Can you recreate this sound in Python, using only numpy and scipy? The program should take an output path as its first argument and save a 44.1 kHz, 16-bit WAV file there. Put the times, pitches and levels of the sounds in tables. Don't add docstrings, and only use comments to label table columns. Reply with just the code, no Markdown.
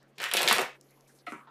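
import sys
import numpy as np
from scipy import signal
from scipy.io import wavfile
from scipy.ndimage import uniform_filter1d

SR = 44100
rng = np.random.default_rng(int(sys.argv[2]) if len(sys.argv) > 2 else 0)


def volts_from_decibels(level):
    exponent = np.asarray(level, float) / 20
    return 10 ** exponent


def wav_record(signal):
    frames = np.transpose(np.atleast_2d(signal))
    bounded = np.clip(frames, -1, 1)
    quanta = np.round(bounded * 32767).astype(np.int16)
    wavfile.write(sys.argv[1], SR, quanta)


N = 66150

# start_s [s], peak_db [dB], resonance_hz [Hz]
CARD_SLAPS = [(0.1835, -28.5, 4100), (0.2017, -27.0, 4200), (0.2076, -30, 2280), (0.2207, -27, 3126),
              (0.2259, -27.5, 2880), (0.2302, -30.5, 2860), (0.2358, -27, 2730), (0.2404, -14, 2530),
              (0.2475, -27.5, 2090), (0.2565, -26.0, 1900), (0.2618, -19, 1970), (0.2667, -22, 1860),
              (0.2774, -29.0, 1850), (0.2872, -31.5, 2110), (0.2916, -31.5, 2630), (0.3144, -18, 3140),
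              (0.3202, -24, 2790), (0.3375, -16, 4170), (0.3431, -15.5, 3850), (0.3509, -23, 3220),
              (0.3622, -21.5, 3550), (0.3693, -11, 4400), (0.3745, -23.5, 3260), (0.3792, -9.5, 3370),
              (0.386, -19.5, 3147), (0.3948, -20, 3440), (0.4036, -23, 3880), (0.4129, -14.5, 2110),
              (0.4192, -18, 3230), (0.4311, -15.5, 4430), (0.4351, -20.5, 2600), (0.4467, -28.5, 2844),
              (0.4544, -26, 2230), (0.4615, -23.5, 4000), (0.4687, -24.5, 3570), (0.477, -3, 3770),
              (0.482, -14.0, 2900), (0.4865, -8, 3746), (0.4926, -15, 2880), (0.4984, -15, 2950),
              (0.5023, -14.5, 3260), (0.5116, -6.5, 1424), (0.5159, -11.5, 2770), (0.5195, -15, 2570),
              (0.527, -17, 5300), (0.5361, -15.5, 1650), (0.5437, -25, 2613), (0.5517, -23.5, 3240),
              (0.5565, -24, 2340), (0.5623, -14, 2920), (0.5657, -19, 1260), (0.5831, -10.0, 2200),
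              (0.5892, -12.5, 1260), (0.6024, -29, 1870), (0.6175, -22.5, 2395), (0.6245, -37, 1840),
              (0.6302, -21.5, 1710), (0.6582, -32, 1900)]
# start_s [s], peak_db [dB], resonance_hz [Hz]
CARD_FLOPS = [(.3293, -27.5, 715), (.3492, -18, 600), (.4058, -17.5, 746), (.4195, -21, 700),
              (.4418, -30.5, 600), (.4468, -22.5, 689), (.4605, -25.5, 600), (.4685, -21.5, 604),
              (.5235, -18, 897), (.5715, -28, 700), (.5122, -14.5, 795), (.5835, -22, 681),
              (.593, -16.5, 624), (.601, -20.5, 513), (.6098, -20.5, 850), (.6172, -22, 592),
              (.6285, -25.5, 599)]
# start_s [s], peak_db [dB], centre_hz [Hz]
EDGE_TICKS = [(.1838, -40, 8990), (.2011, -39, 8000), (.2177, -27.5, 11000), (.229, -28, 10000),
              (.2395, -24, 12000), (.2608, -36, 11030), (.2735, -44, 11000), (.286, -40.5, 11000),
              (.2903, -34, 10000), (.314, -27, 8200), (.3373, -8, 9170), (.3693, -13, 9000),
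              (.3744, -21.5, 10020), (.391, -19.5, 10100), (.4132, -20.5, 11400), (.4193, -17, 9000),
              (.4308, -14, 10000), (.4688, -24.5, 10000), (.4863, -14.5, 9000), (.4922, -21.5, 11500),
              (.5012, -26, 8200), (.5127, -18, 8100), (.5833, -19, 7000), (.2295, -30, 4940),
              (.2405, -26.5, 5000), (.5271, -9, 9000), (.537, -25.5, 8000), (.566, -25.5, 9000),
              (.5942, -23, 10500), (.6105, -27, 10000), (.6165, -20.5, 8930)]
# start_s [s], level_db [dB], bent_deck_hz [Hz], fade_s [s], table_thud_db [dB]
CARD_PACKETS = [(0.181, -45.5, 2760, 0.053, -4), (0.2008, -36.5, 2000, 0.066, -9.5),
                (0.229, -34.5, 1830, 0.014, -26.5), (0.243, -38.5, 2000, 0.026, -20),
                (0.314, -28, 2190, 0.0085, -14.5), (0.339, -25.5, 2510, 0.019, -10.5),
                (.369, -20.5, 2690, 0.0091, -10), (0.383, -30, 2590, 0.064, -6),
                (0.427, -33.5, 2000, 0.13, -4.5), (0.479, -22.5, 2680, 0.042, -11.5),
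                (0.511, -38.5, 2100, 0.084, -7), (0.56, -35.5, 1470, 0.01, -2.5),
                (0.583, -27.5, 1700, 0.019, -8), (0.615, -42.5, 1380, 0.01, 7)]
# start_s [s], peak_db [dB], scrape_s [s]
SQUARING_KNOCKS = [
    (1.2651, -29.5, 0.013),
    (1.3206, -27.5, 0.022),
    (1.472, -46.5, 0.022),
]
# mode_hz [Hz], level_db [dB], t60_s [s]
DECK_RINGS = [(707, -4.5, 0.035), (1257, -7, 0.06), (1452, -9, 0.06), (2000, 5.5, 0.011), (2275, 4, 0.004),
              (3760, 0, 0.002), (323, -12.5, 0.042)]
# mode_hz [Hz], level_db [dB], t60_s [s]
TABLE_RINGS = [(339, 6.5, 0.012), (259, -5.5, 0.0088), (1260, 4.5, 0.0098), (977, -10.5, 0.036),
               (1130, -9, 0.018), (2226, 2.5, 0.0057)]
# mode_hz [Hz], level_db [dB], t60_s [s]
LAST_RINGS = [(1027, 2, 0.019), (1262, 5.5, 0.0085), (3590, -6.5, 0.0029), (1700, -5.5, 0.014)]
MODE_LAGS = (3.0, 0.13, 0.17)
# start_s [s], peak_db [dB], mode_hz [Hz], t60_s [s]
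TABLE_THUMPS = [
    (0.183, -55, 193, 0.041),
    (.345, -45.5, 211, .06),
    (0.371, -45.5, 234, 0.044),
    (0.437, -44, 166.5, 0.17),
    (0.511, -34.5, 222, 0.099),
    (.535, -49, 134, .08),
    (.565, -42.5, 212, 0.072),
    (0.613, -48, 140.7, 0.15),
    (1.274, -55, 323, .05),
    (1.324, -44.5, 332, .07),
]
# start_s [s], peak_db [dB], centre_hz [Hz]
FINGER_TAPS = [
    (0.0293, -56.5, 6900),
    (0.8114, -44.5, 6810),
    (0.908, -50, 11400),
    (1.0087, -52, 6300),
    (1.1879, -52, 4670),
    (1.269, -50, 8630),
    (1.3235, -42.5, 6600),
]
# start_s [s], length_s [s], level_db [dB], centre_hz [Hz], width_octaves [octaves]
FINGER_SLIDES = [(.0, 0.05, -74.5, 4300, 0.74), (0.02, 0.062, -70, 1490, 0.57),
                 (0.32, .035, -75, 1500, 1.3), (1.4, 0.064, -76.5, 9900, 0.83),
                 (0.8, 0.43, -78.5, 6040, 0.5), (1.09, 0.14, -83, 4600, 1.46),
                 (0.747, 0.06, -77.5, 10600, 0.76), (0.81, 0.048, -74, 5990, 0.49),
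                 (.82, 0.31, -75.5, 11400, 0.37), (0.884, 0.038, -73.5, 4250, 0.23),
                 (0.961, 0.07, -70, 990, 0.37), (1.06, 0.034, -75, 2400, 0.19),
                 (0.899, 0.062, -70, 2093, 0.35), (0.86, .05, -82.5, 6540, 0.5),
                 (1.073, 0.077, -67.5, 6800, 1.53), (1.092, 0.026, -65.5, 1610, 0.37),
                 (1.132, 0.13, -71.5, 10500, 0.6), (1.15, 0.063, -69, 6930, 1.2),
                 (1.187, .035, -67, 4600, 0.53), (1.262, 0.15, -64.5, 7860, 1),
                 (1.375, 0.11, -56.5, 1200, 0.43), (0.155, .03, -71.5, 4000, 1.7),
                 (0.079, 0.034, -79, 8000, 1.5), (0.746, 0.032, -60.5, 1675, 0.91)]
# band_hz [Hz], t60_s [s]
ROOM_DECAY = [(200, 0.25), (700, 0.23), (1800, 0.3), (4000, 0.3), (10000, 0.19)]
# band_hz [Hz], density_db [dB per Hz]
AIR_SPECTRUM = [(25, -6), (45, -23), (90, -37), (170, -17.5), (240, -5.5), (466, -6), (900, -15.5),
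                (3000, -24.5), (9000, -41.5)]


def rms_one(x):
    return x / np.sqrt(np.mean(x ** 2) + 1e-20)


def at_hz(points, hz):
    table_hz, value = np.array(points).T
    return np.interp(np.log(hz), np.log(table_hz), value)


def band(x, low_hz, high_hz):
    edges_hz = [low_hz, min(high_hz, SR / 2.2)]
    return signal.sosfilt(signal.butter(2, edges_hz, "band", fs=SR, output="sos"), x)


def ring(x, hz, t60_s):
    r = volts_from_decibels(-60 / (t60_s * SR))
    w = 2 * np.pi * hz / SR
    return signal.lfilter([0, np.sin(w)], [1, -2 * r * np.cos(w), r * r], x + 1e-18)


def drift(rate_hz):
    r = np.exp(-2 * np.pi * rate_hz / SR)
    settled = signal.lfilter([1], [1, -2 * r, r * r], rng.standard_normal(N + SR))[SR:]
    return rms_one(settled)


def add(out, start_s, x, peak_db):
    i = int(start_s * SR)
    out[i:i + len(x)] += (volts_from_decibels(peak_db) * x / np.abs(x).max())[:N - i]


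def slip_grains(rate_per_s, spread_db):
    size = volts_from_decibels(spread_db * np.minimum(rng.exponential(1, N), 4))
    sign = rng.choice([-1, 1], N)
    return size * sign * (rng.random(N) < rate_per_s / SR)


def slaps(table):
    out, t = np.zeros(N), np.arange(600) / SR
    ring_cycles, crack_db, trim_db = 2.8, -27, -1.5
    for start_s, peak_db, hz in table:
        noise = rng.standard_normal(len(t))
        push = np.exp(-t / 0.00008) + 0.26 * noise * np.exp(-t / 0.00089)
        t60_s = ring_cycles / hz
        modes = ring(push, hz, t60_s) + 0.17 * ring(push, 1.82 * hz, t60_s)
        body = band(modes, hz / 1.74, hz * 2.26)
        crack = volts_from_decibels(crack_db) * noise * np.exp(-t / 0.0015)
        add(out, start_s, body / np.abs(body).max() + crack, peak_db + trim_db)
    return out


def ticks(table):
    out, t = np.zeros(N), np.arange(400) / SR
    chatter_s, width, trim_db = 0.0016, 1.56, 3
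    for start_s, peak_db, hz in table:
        chatter = rng.standard_normal(len(t)) * np.exp(-t / chatter_s)
        burst = 5.02 * (t == 0) + chatter
        add(out, start_s, band(burst, hz / width, hz * width), peak_db + trim_db)
    return out


def buzz():
    t, out = np.arange(N) / SR, 0
    slips_per_s, slip_spread_db, edge_db, riffle_end_s = 4000, 2, -15, 0.633
    width = 1 + 1 / 1.64
    slips = slip_grains(slips_per_s, slip_spread_db)
    edges = rms_one(band(slip_grains(slips_per_s, slip_spread_db), 4400, 8800))
    thuds = rms_one(band(band(slip_grains(900, 0.96), 322, 971), 322, 971))
    for start_s, level_db, hz, fade_s, thud_db in CARD_PACKETS:
        deck = band(slips, hz / width, hz * width)
        deck = rms_one(band(deck, hz / width ** 1.9, hz * width ** 1.5))
        shape = (t > start_s) * np.exp(-np.abs(t - start_s) / fade_s)
        out = out + volts_from_decibels(level_db) * shape * (deck + volts_from_decibels(edge_db) * edges + volts_from_decibels(thud_db) * thuds)
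    return out * np.exp(-np.maximum(t - riffle_end_s, 0) / 0.0093)


def knocks():
    out, t = np.zeros(N), np.arange(8000) / SR
    scrape_db, scrape_rise_s = -16, 0.0016
    bodies, blows_db = (DECK_RINGS, TABLE_RINGS, LAST_RINGS), (-6, 9, 3)
    for (start_s, peak_db, scrape_s), modes, blow_db, lag in zip(SQUARING_KNOCKS, bodies, blows_db, MODE_LAGS):
        swell = np.exp(-t / scrape_s) * (1 - np.exp(-t / scrape_rise_s))
        scrape = volts_from_decibels(scrape_db) * rng.standard_normal(len(t)) * swell
        force = volts_from_decibels(blow_db) * (t == 0) + scrape
        sound = 0.071 * band(force, 1700, 4500)
        for hz, level_db, t60_s in modes:
            mode = band(ring(force, hz, t60_s), hz / 1.59, hz * 1.47)
            sound = sound + volts_from_decibels(level_db) * np.interp(t - lag / hz, t, mode, left=0)
        add(out, start_s, sound, peak_db)
    return out


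def thumps():
    out, t = np.zeros(N), np.arange(6000) / SR
    push = t * np.exp(-t / 0.00052)
    for start_s, peak_db, hz, t60_s in TABLE_THUMPS:
        add(out, start_s, band(ring(push, hz, t60_s), hz / 1.21, hz * 1.5), peak_db)
    return out


def breeze(cards):
    rumble = rms_one(band(rng.standard_normal(N), 15, 70))
    return volts_from_decibels(-44.5) * uniform_filter1d(np.abs(cards), size=900) * rumble


def slides():
    t, out = np.arange(N) / SR, 0
    for start_s, length_s, level_db, hz, octaves in FINGER_SLIDES:
        progress = np.clip((t - start_s) / length_s, 0, 1)
        shape = np.abs(np.sin(np.pi * progress ** 0.46)) ** 0.5
        half_width = 2 ** (octaves / 2)
        noise = rms_one(band(rng.standard_normal(N), hz / half_width, hz * half_width))
        out = out + volts_from_decibels(level_db + 1.9 * drift(30)) * shape * noise
    return out


def room(x):
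    t, tail = np.arange(SR // 2) / SR, 0
    room_db, build_up_s = -4.5, 0.005
    edges_hz = 100 * 2 ** np.arange(0, 8.1, 1)
    white = rng.standard_normal((2, len(t)))
    for k, (low, high) in enumerate(zip(edges_hz, edges_hz[1:])):
        decay = volts_from_decibels(-60 * t / at_hz(ROOM_DECAY, np.sqrt(low * high)))
        tail = tail + band(white[k % 2], low, high) * decay
    tail = tail * (1 - np.exp(-t / build_up_s))
    return signal.fftconvolve(x, volts_from_decibels(room_db) * tail / np.sqrt(np.sum(tail ** 2)))[:N]


def gate(x):
    threshold_db, depth_db, knee_db = -61.5, -18, 0.78
    level_db = 10 * np.log10(uniform_filter1d(x ** 2, size=660).clip(1e-14))
    return x * volts_from_decibels(depth_db / np.exp((level_db - threshold_db) / knee_db))


def room_air():
    out, white = 0, rng.standard_normal((2, N))
    edges_hz = 25 * 2 ** np.arange(0, 9.6, 0.5)
    for k, (low, high) in enumerate(zip(edges_hz, edges_hz[1:])):
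        level_db = at_hz(AIR_SPECTRUM, np.sqrt(low * high)) - 1.0 * drift(16.0)
        out = out + volts_from_decibels(level_db) * band(white[k % 2], low, high)
    return volts_from_decibels(-65.5) * rms_one(out)


def hum():
    hz, width_hz, level_db = 138, 2, -69
    tone = np.sin(2 * np.pi * hz * np.arange(N) / SR)
    unsteady = rms_one(ring(rng.standard_normal(N), hz, 6.6 / width_hz))
    return volts_from_decibels(level_db) * rms_one(tone + 0.1 * unsteady)


def scene():
    cards = slaps(CARD_SLAPS) + slaps(CARD_FLOPS) + volts_from_decibels(-1.5) * buzz() + knocks()
    edges = ticks(EDGE_TICKS)
    heard = cards + edges + room(cards + volts_from_decibels(-1.5) * edges)
    close = signal.sosfilt(signal.butter(6, 160, "high", fs=SR, output="sos"), heard)
    close = signal.sosfilt(signal.butter(1, 13000, fs=SR, output="sos"), close)
    fingers = ticks(FINGER_TAPS) + slides()
    return (gate(close) + thumps() + breeze(close) + fingers + room_air() + hum())[None]


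def band_limit(x):
    return signal.sosfilt(signal.butter(12, 17480, fs=SR, output="sos"), x)


def record(dry):
    mix = signal.sosfilt(signal.cheby2(10, 50, 16200, fs=SR, output="sos"), dry)
    return band_limit(mix)


dry = scene()
out = record(dry)
wav_record(out)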